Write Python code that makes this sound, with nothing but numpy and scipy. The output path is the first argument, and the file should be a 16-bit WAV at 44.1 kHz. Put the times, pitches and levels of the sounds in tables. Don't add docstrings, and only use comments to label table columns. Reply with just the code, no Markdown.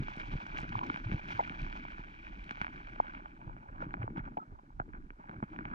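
import sys
import numpy as np
from scipy import signal
from scipy.fft import rfft, irfft, next_fast_len
from scipy.io import wavfile
from scipy.ndimage import uniform_filter1d

SR = 44100
rng = np.random.default_rng(int(sys.argv[2]) if len(sys.argv) > 2 else 0)


def output_pcm(signal):
    pcm = np.clip(np.atleast_2d(signal).T, -1, 1) * 32767
    wavfile.write(sys.argv[1], SR, np.round(pcm).astype(np.int16))


N = 253134

# (t/s, peak level/dB, centre of the blow f/Hz, contact length/ms, clack over the peak level/dB)
STONE_KNOCKS = [(0.084, -27.5, 1090, 1.3, -8), (0.2, -33, 1430, 1.47, -3), (0.4558, -44, 1640, 0.91, -10),
                (0.466, -32.5, 1490, 0.71, -27), (0.572, -37, 1740, 4.7, 4),
                (0.5868, -32.5, 1530, 0.91, 5.5), (0.6927, -42, 1480, 2.6, 5),
                (0.7914, -26.5, 1180, 1.94, -2), (0.857, -38, 1450, 2, -8), (0.9007, -20, 1460, 2.1, -10),
                (0.9439, -40.5, 1410, 1.6, 12.5), (0.961, -26.5, 1520, 1.14, -9),
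                (1.116, -36, 1330, 0.72, 6), (1.125, -49, 1490, 2.6, 2), (1.3055, -29.5, 1300, 0.9, -14),
                (1.318, -39, 1400, 1.4, -5), (1.3218, -30, 1410, 1.4, -6), (1.4967, -37, 1860, 0.8, 8.5),
                (1.523, -32, 1270, 2.2, -17), (1.7272, -37, 1530, 1, 5.5), (1.8521, -31, 1030, 2.2, -15),
                (1.9834, -35, 1250, 0.43, -24), (2.269, -39.5, 1480, 2.1, 1),
                (2.494, -47.5, 1940, 0.83, 16), (2.5096, -27, 1370, 1.37, -3.5),
                (2.572, -39, 1890, 1.5, -2), (2.6065, -38, 1700, 1, -7), (2.615, -22.5, 1420, 0.8, -3.5),
                (2.6164, -27.5, 2100, 0.6, -12), (2.625, -39, 1700, 1.6, 2), (2.646, -27, 1490, 1.3, -4),
                (2.668, -28.5, 1400, 1.1, -4.5), (2.681, -34, 1410, 0.9, -12), (2.792, -43, 1310, 2.2, -19),
                (2.9998, -32, 1300, 2.4, -29), (3.069, -41, 1510, 2, 2.5), (3.15, -34.5, 1580, 0.84, -4),
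                (3.259, -32, 1260, 1.1, -12), (3.5667, -37, 1070, 0.74, -23),
                (3.806, -32, 1350, 2.1, -21.5), (3.8175, -36, 1240, 9.6, -16), (3.908, -40, 1400, 2.8, -11),
                (3.941, -23.5, 1420, 1.2, -12), (4.0308, -30.5, 1610, 1.64, -11.5),
                (4.0789, -26.5, 940, 1.6, -39), (4.104, -46.5, 650, 2.7, -26),
                (4.1623, -40, 1350, 0.72, -8), (4.172, -33.5, 1427, 7.1, -20),
                (4.182, -38.5, 1080, 2.4, -3), (4.195, -33.5, 1440, 9.5, -20), (4.372, -49.5, 1380, 1.2, 4),
                (4.3763, -41.5, 1540, 0.84, -2), (4.5963, -44.5, 810, 11, -20), (4.706, -47, 810, 4.1, -28),
                (4.8005, -33, 1460, 3, -10.5), (4.818, -38.5, 1193, 4, -28), (4.937, -39.5, 1470, 5.9, -23),
                (5.105, -36, 1680, 1.86, -13), (5.295, -32.5, 1200, 0.77, -10),
                (5.3133, -36.5, 1306, 2.1, -12), (5.4277, -27, 1300, 0.77, -25),
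                (5.4035, -41, 1250, 1.5, -20), (5.4327, -30.5, 900, 2.2, -32), (5.4395, -41, 1240, 6, -11),
                (5.563, -36.5, 1460, 0.75, -7.5), (5.5897, -28, 1540, 1.7, -11.5),
                (5.6543, -30.5, 1460, 1.02, -2)]
# (t/s, peak level/dB, note f/Hz, length/ms)
STONE_NOTES = [(0.755, -21.5, 1000, 4.6), (0.785, -34, 950, 4.3), (0.8142, -27.5, 1000, 8.3),
               (0.817, -37, 980, 4.5), (0.8275, -36, 960, 2.5), (0.8345, -26.5, 980, 6),
               (1.389, -37, 930, 5.5), (1.3973, -15.5, 900, 7), (1.4055, -22.5, 753, 6.5),
               (1.401, -32.5, 2010, 6.8), (1.411, -29.5, 890, 6), (1.413, -38, 1550, 9),
               (1.427, -36, 880, 4.9), (1.432, -41, 910, 6.9), (3.0015, -12, 880, 3.7),
               (3.0045, -24.5, 943, 4.9), (3.001, -39, 2130, 4.2), (3.662, -46, 866, 14),
               (4.372, -24.5, 807, 6.4), (4.3785, -30, 858, 5.9), (4.3865, -31, 835, 7.6),
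               (4.394, -39.5, 850, 7), (4.402, -41, 1310, 12.2), (4.42, -43, 1280, 32),
               (4.427, -45, 787, 6.3), (4.8015, -24, 807, 4.9), (4.7999, -23.5, 1390, 3.83),
               (4.8201, -43, 830, 7.4)]
# (t/s, peak level/dB, lower edge of the tick f/Hz)
GRAIN_TICKS = [(0.102, -52, 3900), (0.166, -48, 6100), (0.2, -58, 4000), (0.469, -48, 4480),
               (0.573, -44, 5000), (0.5797, -45, 5040), (0.5858, -37, 4200), (0.5933, -46, 8160),
               (0.602, -48, 8000), (0.617, -43, 3970), (0.6925, -47.5, 4520), (0.79, -51, 4060),
               (0.8668, -50, 7000), (0.961, -57, 4500), (1.317, -49, 5000), (1.618, -45, 4370),
               (1.729, -53, 4500), (2.5117, -43.5, 4000), (2.4423, -47, 3600), (2.616, -37.5, 4930),
               (3.934, -54, 3300)]
# (t/s, shell scrape level/dB, pebbles over it level/dB, fine grit over it level/dB)
BED_STIRRING = [(0, -53.5, 0.5, 3), (0.9, -51.5, -3.5, -2.5), (1.2, -54.5, -4, -4), (1.6, -50, -5.5, -0.5),
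                (2.15, -58.5, -2.5, 1.5), (2.8, -55, -1.5, -1.5), (3.15, -58, 2.5, -1.5),
                (3.4, -65.5, 0, -3.5), (3.75, -57.5, 3.5, -13), (4.1, -60, 0, -14.5), (4.5, -70, 2, -14),
                (5.1, -72, 1, -12), (5.45, -67, -1, -6.5), (5.74, -46, -5.5, -17)]
# (t/s, shell scrape level/dB, time to fall 10 dB/s, pebbles over it level/dB, fine grit over it level/dB)
BED_SLIPS = [(0.205, -52.5, 0.025, 5, 5), (0.336, -47, 0.024, 0, -4.5), (0.582, -45, 0.043, 0, -8),
             (0.824, -63.5, 0.31, 14, 7), (0.945, -51.5, 0.29, -12, -1), (1.137, -46, 0.036, 3.5, 0),
             (1.321, -48.5, 0.096, -7, 3.5), (1.411, -45.5, 0.012, -5, -4), (1.54, -50, 0.054, -0.5, -14),
             (1.608, -55.5, 0.017, -26, 5), (1.762, -50, 0.023, 8, -0.5), (2.503, -64, 0.2, 3.5, 6.5),
             (2.616, -55, 0.046, -13.5, -18), (3.064, -45, 0.12, -18, -24), (3.489, -63.5, 0.094, 8.5, -9),
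             (3.821, -42, 0.028, -2, -10), (4.02, -47, 0.029, 1.5, -16.5), (4.179, -39, 0.012, 2.5, -11.5),
             (4.259, -48.5, 0.037, -3, -14.5), (4.418, -61.5, 0.1, 1, -23), (4.518, -61.5, 0.026, 8.5, -22),
             (4.808, -67, 0.02, 18, -18), (4.951, -53, 0.047, -4, -22), (5.199, -54, 0.017, 2.5, -17),
             (5.312, -53.5, 0.085, -1.5, -14.5), (5.436, -58.5, 0.011, -9, -3.5),
             (5.534, -56, 0.037, 5.5, -2.5), (5.74, -51.5, 0.17, -7, -24)]
# (f/Hz, full width at half amplitude/Hz, level/dB)
HOUSING_MODES = [(650, 110, -7), (900, 170, 1), (1470, 270, -1), (2290, 230, -6.5), (3150, 500, -19),
                 (5600, 900, -36), (9100, 450, -48)]
# (f/Hz, level/dB)
WALL_RESPONSE = [(300, -25), (500, -9), (1150, -3), (2000, -15.5), (2800, -17.5), (4300, -29.5),
                 (7000, -44), (11000, -68.5), (16000, -78.5)]
# (f/Hz, phase/rad)
LEFT_PHASE = [(100, 0), (340, -.3), (600, -1.8), (860, -2.45), (1210, -3.14), (1640, -3.66), (2240, -4.26),
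              (3700, -5.1), (4400, -5.7)]
# (f/Hz, level/dB)
PORT_TILT = [(300, 8), (550, 3.5), (800, 0.5), (1100, -2), (2300, -0.5), (3200, -1), (4300, -8),
             (6000, -12), (7700, -15.5), (9100, 17), (11000, 10.5)]
# (t/s, peak level/dB, swing f/Hz)
WATER_THUMPS = [(0.006, -25, 135), (0.023, -32, 155), (0.174, -36, 203), (0.289, -36.5, 139),
                (0.343, -34, 83), (0.357, -27, 121.5), (0.633, -36, 191), (0.709, -37.5, 140),
                (0.904, -33, 248), (0.947, -35, 178), (1.122, -25, 172), (1.146, -22.5, 110),
                (1.506, -34.5, 168), (1.996, -38.5, 164), (2.515, -37.5, 203), (2.618, -34.5, 184),
                (3.474, -37.5, 102.4), (3.693, -43.5, 78.5), (3.835, -38.5, 168), (3.847, -44, 184),
                (3.869, -35.5, 176), (4.043, -33.5, 306), (4.082, -45, 317), (4.108, -34.5, 230),
                (4.134, -47.5, 298), (4.181, -30, 170), (4.202, -33, 124), (4.266, -45, 198),
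                (4.377, -35.5, 250), (4.385, -41.5, 265), (4.481, -47, 127), (4.501, -50.5, 178),
                (4.523, -42, 88), (4.635, -49, 264), (4.801, -34.5, 333), (4.804, -34, 127),
                (4.883, -45, 252), (4.944, -40.5, 210), (4.987, -48, 92), (5.107, -45, 270),
                (5.298, -39, 172), (5.364, -40, 122), (5.387, -40, 83), (5.429, -27, 199),
                (5.439, -32, 168), (5.594, -35, 220), (5.66, -35.5, 168)]
# (t/s, peak level/dB)
HOUSING_ROCKS = [(0.765, -36), (1.067, -30.5), (1.349, -41), (4.003, -34.5), (4.036, -33)]
# (t/s, deep surge level/dB)
SURGE_LEVEL = [(0, -39), (0.13, -57), (0.35, -37.5), (0.46, -76), (0.54, -44), (0.93, -59), (1.1, -41.5),
               (1.3, -54), (1.68, -44), (1.98, -55.5), (2.43, -46), (2.54, -67), (2.65, -51), (3.4, -56),
               (3.5, -43.5), (3.63, -65), (3.76, -42.5), (3.87, -58), (4.03, -46.5), (4.27, -45.5),
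               (4.43, -85), (4.54, -42.5), (4.62, -74.5), (4.75, -48.5), (5.02, -47), (5.26, -63),
               (5.53, -54), (5.74, -62)]
# (t/s, low swirl level/dB, ripple level/dB)
SWIRL_RIPPLE = [(0, -50, -41), (0.13, -60.5, -66), (0.46, -55, -64.5), (0.77, -45.5, -55.5),
                (1.1, -64.5, -52.5), (1.25, -54.5, -56.5), (1.68, -51.5, -55), (1.98, -70, -59),
                (2.65, -61.5, -62.5), (3.4, -71, -63.5), (3.5, -52.5, -54), (3.7, -63.5, -75),
                (3.87, -52, -50.5), (4.12, -58, -59), (4.28, -59.5, -49), (4.43, -69, -77),
                (4.75, -65, -72), (4.92, -66, -59), (5.2, -82, -72), (5.36, -52, -54), (5.47, -69, -64),
                (5.55, -61, -56), (5.74, -52.5, -51.5)]
# (f/Hz, level/dB)
WATER_SPECTRUM = [(12, -26), (22, -5), (30, 4), (40, -4.5), (55, -6.5), (70, -10.5), (130, -6.5),
                  (220, -10.5), (320, -11.5), (400, -22.5), (500, -40.5), (800, -46.5), (1600, -108)]
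# (f/Hz, level/dB)
WATER_PORT_TILT = [(50, -2), (210, 0), (400, 3.5)]
# (f/Hz, level/dB)
HISS_SPECTRUM = [(1000, 0), (3000, -10), (6000, -15.5), (10000, -24), (15000, -35)]

DAMPED_S = 0.0071
SCATTER, SCATTER_S = 0.03, 0.009
DETUNE = 0.059
NOTE_WOBBLE = 0.2
TICK_TOP_HZ = 10600
SLIP_RISE = 0.83
SLIP_RIPPLE_DB = -5
SWINGS = 0.99
ROCK_HZ, ROCK_SWINGS = 108.5, 2.9
HISS_DB, EDGE_HZ = -79.5, 15600


def knocks():
    out = np.zeros(N)
    t = np.arange(2048) / SR
    chance = rng.standard_normal((len(STONE_KNOCKS), 2, 2048))
    places = 2 * rng.random(len(STONE_KNOCKS)) - 1
    damped = np.exp(-(t / DAMPED_S) ** 2)
    clack_ring = damped * ring(1800, 3000, steep=8.14)
    for (s, db, hz, ms, clack_db), (noise, grit), place in zip(STONE_KNOCKS, chance, places):
        grind = 0.17 * noise * np.exp(-(t * 1000 / np.maximum(ms - 1.6, .1)) ** 4)
        scatter = SCATTER * grit * (abs(grit) > 2.5) * np.exp(-t / SCATTER_S)
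        force = signal.unit_impulse(2048) + grind + scatter
        spread = 1 / np.maximum(ms, 1)
        lo_hz = hz / (0.86 + 1.15 * spread)
        hi_hz = hz * (1.104 + 0.46 * spread)
        body_ring = damped * ring(lo_hz, hi_hz, steep=9.6, detune=DETUNE * place)
        body = signal.fftconvolve(force, body_ring)
        clack = signal.fftconvolve(force, clack_ring)
        add(out, s, gain_of(db) * peaked(body))
        add(out, s, gain_of(db + clack_db) * peaked(clack))
    return out


def notes():
    out, t = np.zeros(N), np.arange(2000) / SR
    chance = rng.standard_normal((len(STONE_NOTES), 2, 2000))
    for (s, db, hz, ms), noise in zip(STONE_NOTES, chance):
        u = t * 2400 / ms
        smooth = signal.fftconvolve(noise, np.blackman(200)[None], "same")
        level_wobble, phase_wobble = NOTE_WOBBLE * evened(smooth)
        swell = u ** 2 * np.exp(-1.6 * u ** 1.37)
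        note = swell * (1 + level_wobble) * np.sin(2 * np.pi * hz * t + phase_wobble)
        add(out, s, gain_of(db) * peaked(note))
    return out


def ticks():
    out, t = np.zeros(N), np.arange(600) / SR
    for (s, db, hz), noise in zip(GRAIN_TICKS, rng.standard_normal((len(GRAIN_TICKS), 600))):
        puff = noise * np.exp(-t / 0.0016)
        tick = np.convolve(puff, ring(hz, TICK_TOP_HZ, steep=4.0, size=1024))
        add(out, s, gain_of(db) * peaked(tick))
    return out


def gravel(rattle, scrape, grit):
    slips = clumps()
    pebbles = heap([420, 607, 714, 830, 990, 1110], 160, 4.2, slips)
    shells = heap([1300, 1390, 1420, 1710], 200, 3.14, slips)
    grains = heap([1900, 2030, 2120, 2350, 2280], 350, 3.3, slips)
    chips = heap([2900, 3500, 4200], 700, 3.5, slips)
    sand = np.array([heap([5000, 6500, 9000], 3300, 1.7, slips) for _ in range(2)])
    flints = evened(signal.oaconvolve(patter(70, 4.0), ring(1100, 4500, steep=4.2))[:N])
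    brisk = grit * (grit / gain_of(-47.0)) ** 0.22
    shared = rattle * pebbles + scrape * shells + grit * grains
    shared = shared + gain_of(-7.5) * brisk * flints + gain_of(-11.0) * brisk * chips
    return shared, gain_of(-24.5) * brisk * sand


def heap(sizes_hz, per_s, spread_db, slips):
    swell = gain_of(2.1 * slips + 1.0 * clumps())
    total = np.zeros(N)
    for hz in sizes_hz:
        contacts = patter(per_s, spread_db) * swell
        detune = DETUNE * (2 * rng.random() - 1)
        piece_ring = ring(0.94 * hz, 1.13 * hz, steep=8.84, detune=detune)
        total += signal.oaconvolve(contacts, piece_ring)[:N]
    return evened(total)


def patter(per_s, spread_db):
    size = gain_of(spread_db * np.minimum(rng.exponential(1, N), 5))
    return size * (rng.random(N) < per_s / SR) * rng.choice([-1., 1.], N)


def clumps():
    return evened(uniform_filter1d(uniform_filter1d(rng.standard_normal(N), 400), 400))


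def stirring():
    level, pebbles, grit = curves(BED_STIRRING)
    t = np.arange(N) / SR
    power = (level * np.array([pebbles, np.ones(N), grit])) ** 2
    for s, db, fall, pebble_db, grit_db in BED_SLIPS:
        slip = gain_of(db - 10 * np.maximum((t - s) / fall, (s - t) / (SLIP_RISE * fall)))
        power = power + np.outer(gain_of([pebble_db, 0, grit_db]) ** 2, slip ** 2)
    return np.sqrt(power)


def ring(lo_hz, hi_hz, steep, size=4096, detune=0):
    hz = abs(np.fft.fftfreq(size, 1 / SR)) + 1
    power = gain_of(2 * read(WALL_RESPONSE, hz))
    for f, width, db in HOUSING_MODES:
        power = power + gain_of(2 * db) / (1 + (2 * (hz - f * (1 + detune)) / width) ** 2) ** 2
    power = power / (1 + (lo_hz / hz) ** steep) / (1 + (hz / hi_hz) ** steep)
    log_gain = np.log(power + 1e-14) / 2
    phase = -signal.hilbert(log_gain).imag
    return np.fft.ifft(np.exp(log_gain + 1j * phase)).real[:size // 2]


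def ports(shared, apart):
    size = next_fast_len(N + 4096)
    hz = np.fft.rfftfreq(size, 1 / SR)
    tilt = gain_of(np.outer([.5, -.5], read(PORT_TILT, hz)))
    turn = np.array([np.exp(1j * read(LEFT_PHASE, hz)), np.ones(len(hz))])
    return irfft(tilt * (turn * rfft(shared, size) + rfft(apart, size)), size)[:, :N]


def water(rattle):
    (surge,), (swirl, ripple) = curves(SURGE_LEVEL), curves(SWIRL_RIPPLE)
    swirl = swirl * lumps()
    ripple = np.hypot(ripple, gain_of(SLIP_RIPPLE_DB) * rattle) * lumps()

    def moving():
        deep = surge * coloured(WATER_SPECTRUM, hi_hz=62.0)
        return deep + swirl * coloured(WATER_SPECTRUM, 26, 210) + ripple * coloured(WATER_SPECTRUM, 170)

    common, eddies = moving(), moving()
    thumps(common)
    hz = np.fft.rfftfreq(N, 1 / SR)
    tilt = gain_of(np.outer([.5, -.5], read(WATER_PORT_TILT, hz)))
    return irfft(tilt * rfft(common), N) + gain_of(-13.5) * eddies * [[1], [-1]]


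def thumps(mix):
    pushes = [row + (SWINGS,) for row in WATER_THUMPS]
    pushes += [row + (ROCK_HZ, ROCK_SWINGS) for row in HOUSING_ROCKS]
    for (s, db, hz, swings), turn in zip(pushes, rng.random(len(pushes))):
        u = np.arange(0, 5, hz / swings / SR)
        swell = u ** 1.085 * np.tanh((u / .08) ** 2) * np.exp(-3. * u)
        push = swell * np.sin(2 * np.pi * (swings * u + turn))
        add(mix, s, gain_of(db) * peaked(push))


def lumps():
    return gain_of(4.03 * evened(uniform_filter1d(uniform_filter1d(rng.standard_normal(N), 800), 800)))


def coloured(points, lo_hz=0, hi_hz=30000):
    hz = np.fft.rfftfreq(N, 1 / SR) + 1
    slopes = np.sqrt((1 + (lo_hz / hz) ** 6) * (1 + (hz / hi_hz) ** 6))
    return evened(irfft(rfft(rng.standard_normal(N)) * gain_of(read(points, hz)) / slopes, N))


def gain_of(db):
    return 10 ** (np.asarray(db) / 20)


def evened(x):
    return x / np.sqrt(np.mean(x ** 2) + 1e-20)


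def peaked(x):
    return x / abs(x).max()


def read(points, hz):
    f, value = np.transpose(points)
    return np.interp(np.log(hz + 1), np.log(f + 1), value)


def curves(rows):
    s, *columns = np.transpose(rows)
    return [gain_of(np.interp(np.arange(N) / SR, s, c)) for c in columns]


def add(mix, s, sound):
    at = round(s * SR) - np.argmax(abs(signal.hilbert(sound)))
    sound = sound[max(-at, 0):]
    part = mix[max(at, 0):][:len(sound)]
    part += sound[:len(part)]


def scene():
    rattle, scrape, grit = stirring()
    shared, apart = gravel(rattle, scrape, grit)
    return ports(shared + knocks() + notes() + ticks(), apart) + water(rattle)


def record(dry):
    hiss = np.array([coloured(HISS_SPECTRUM, 450), coloured(HISS_SPECTRUM, 460)])
    noisy = dry + gain_of(HISS_DB) * hiss
    band = signal.firwin(511, EDGE_HZ, window=("kaiser", 9), fs=SR)
    return signal.oaconvolve(noisy, band[None], "same")


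dry = scene()
out = record(dry)
output_pcm(out)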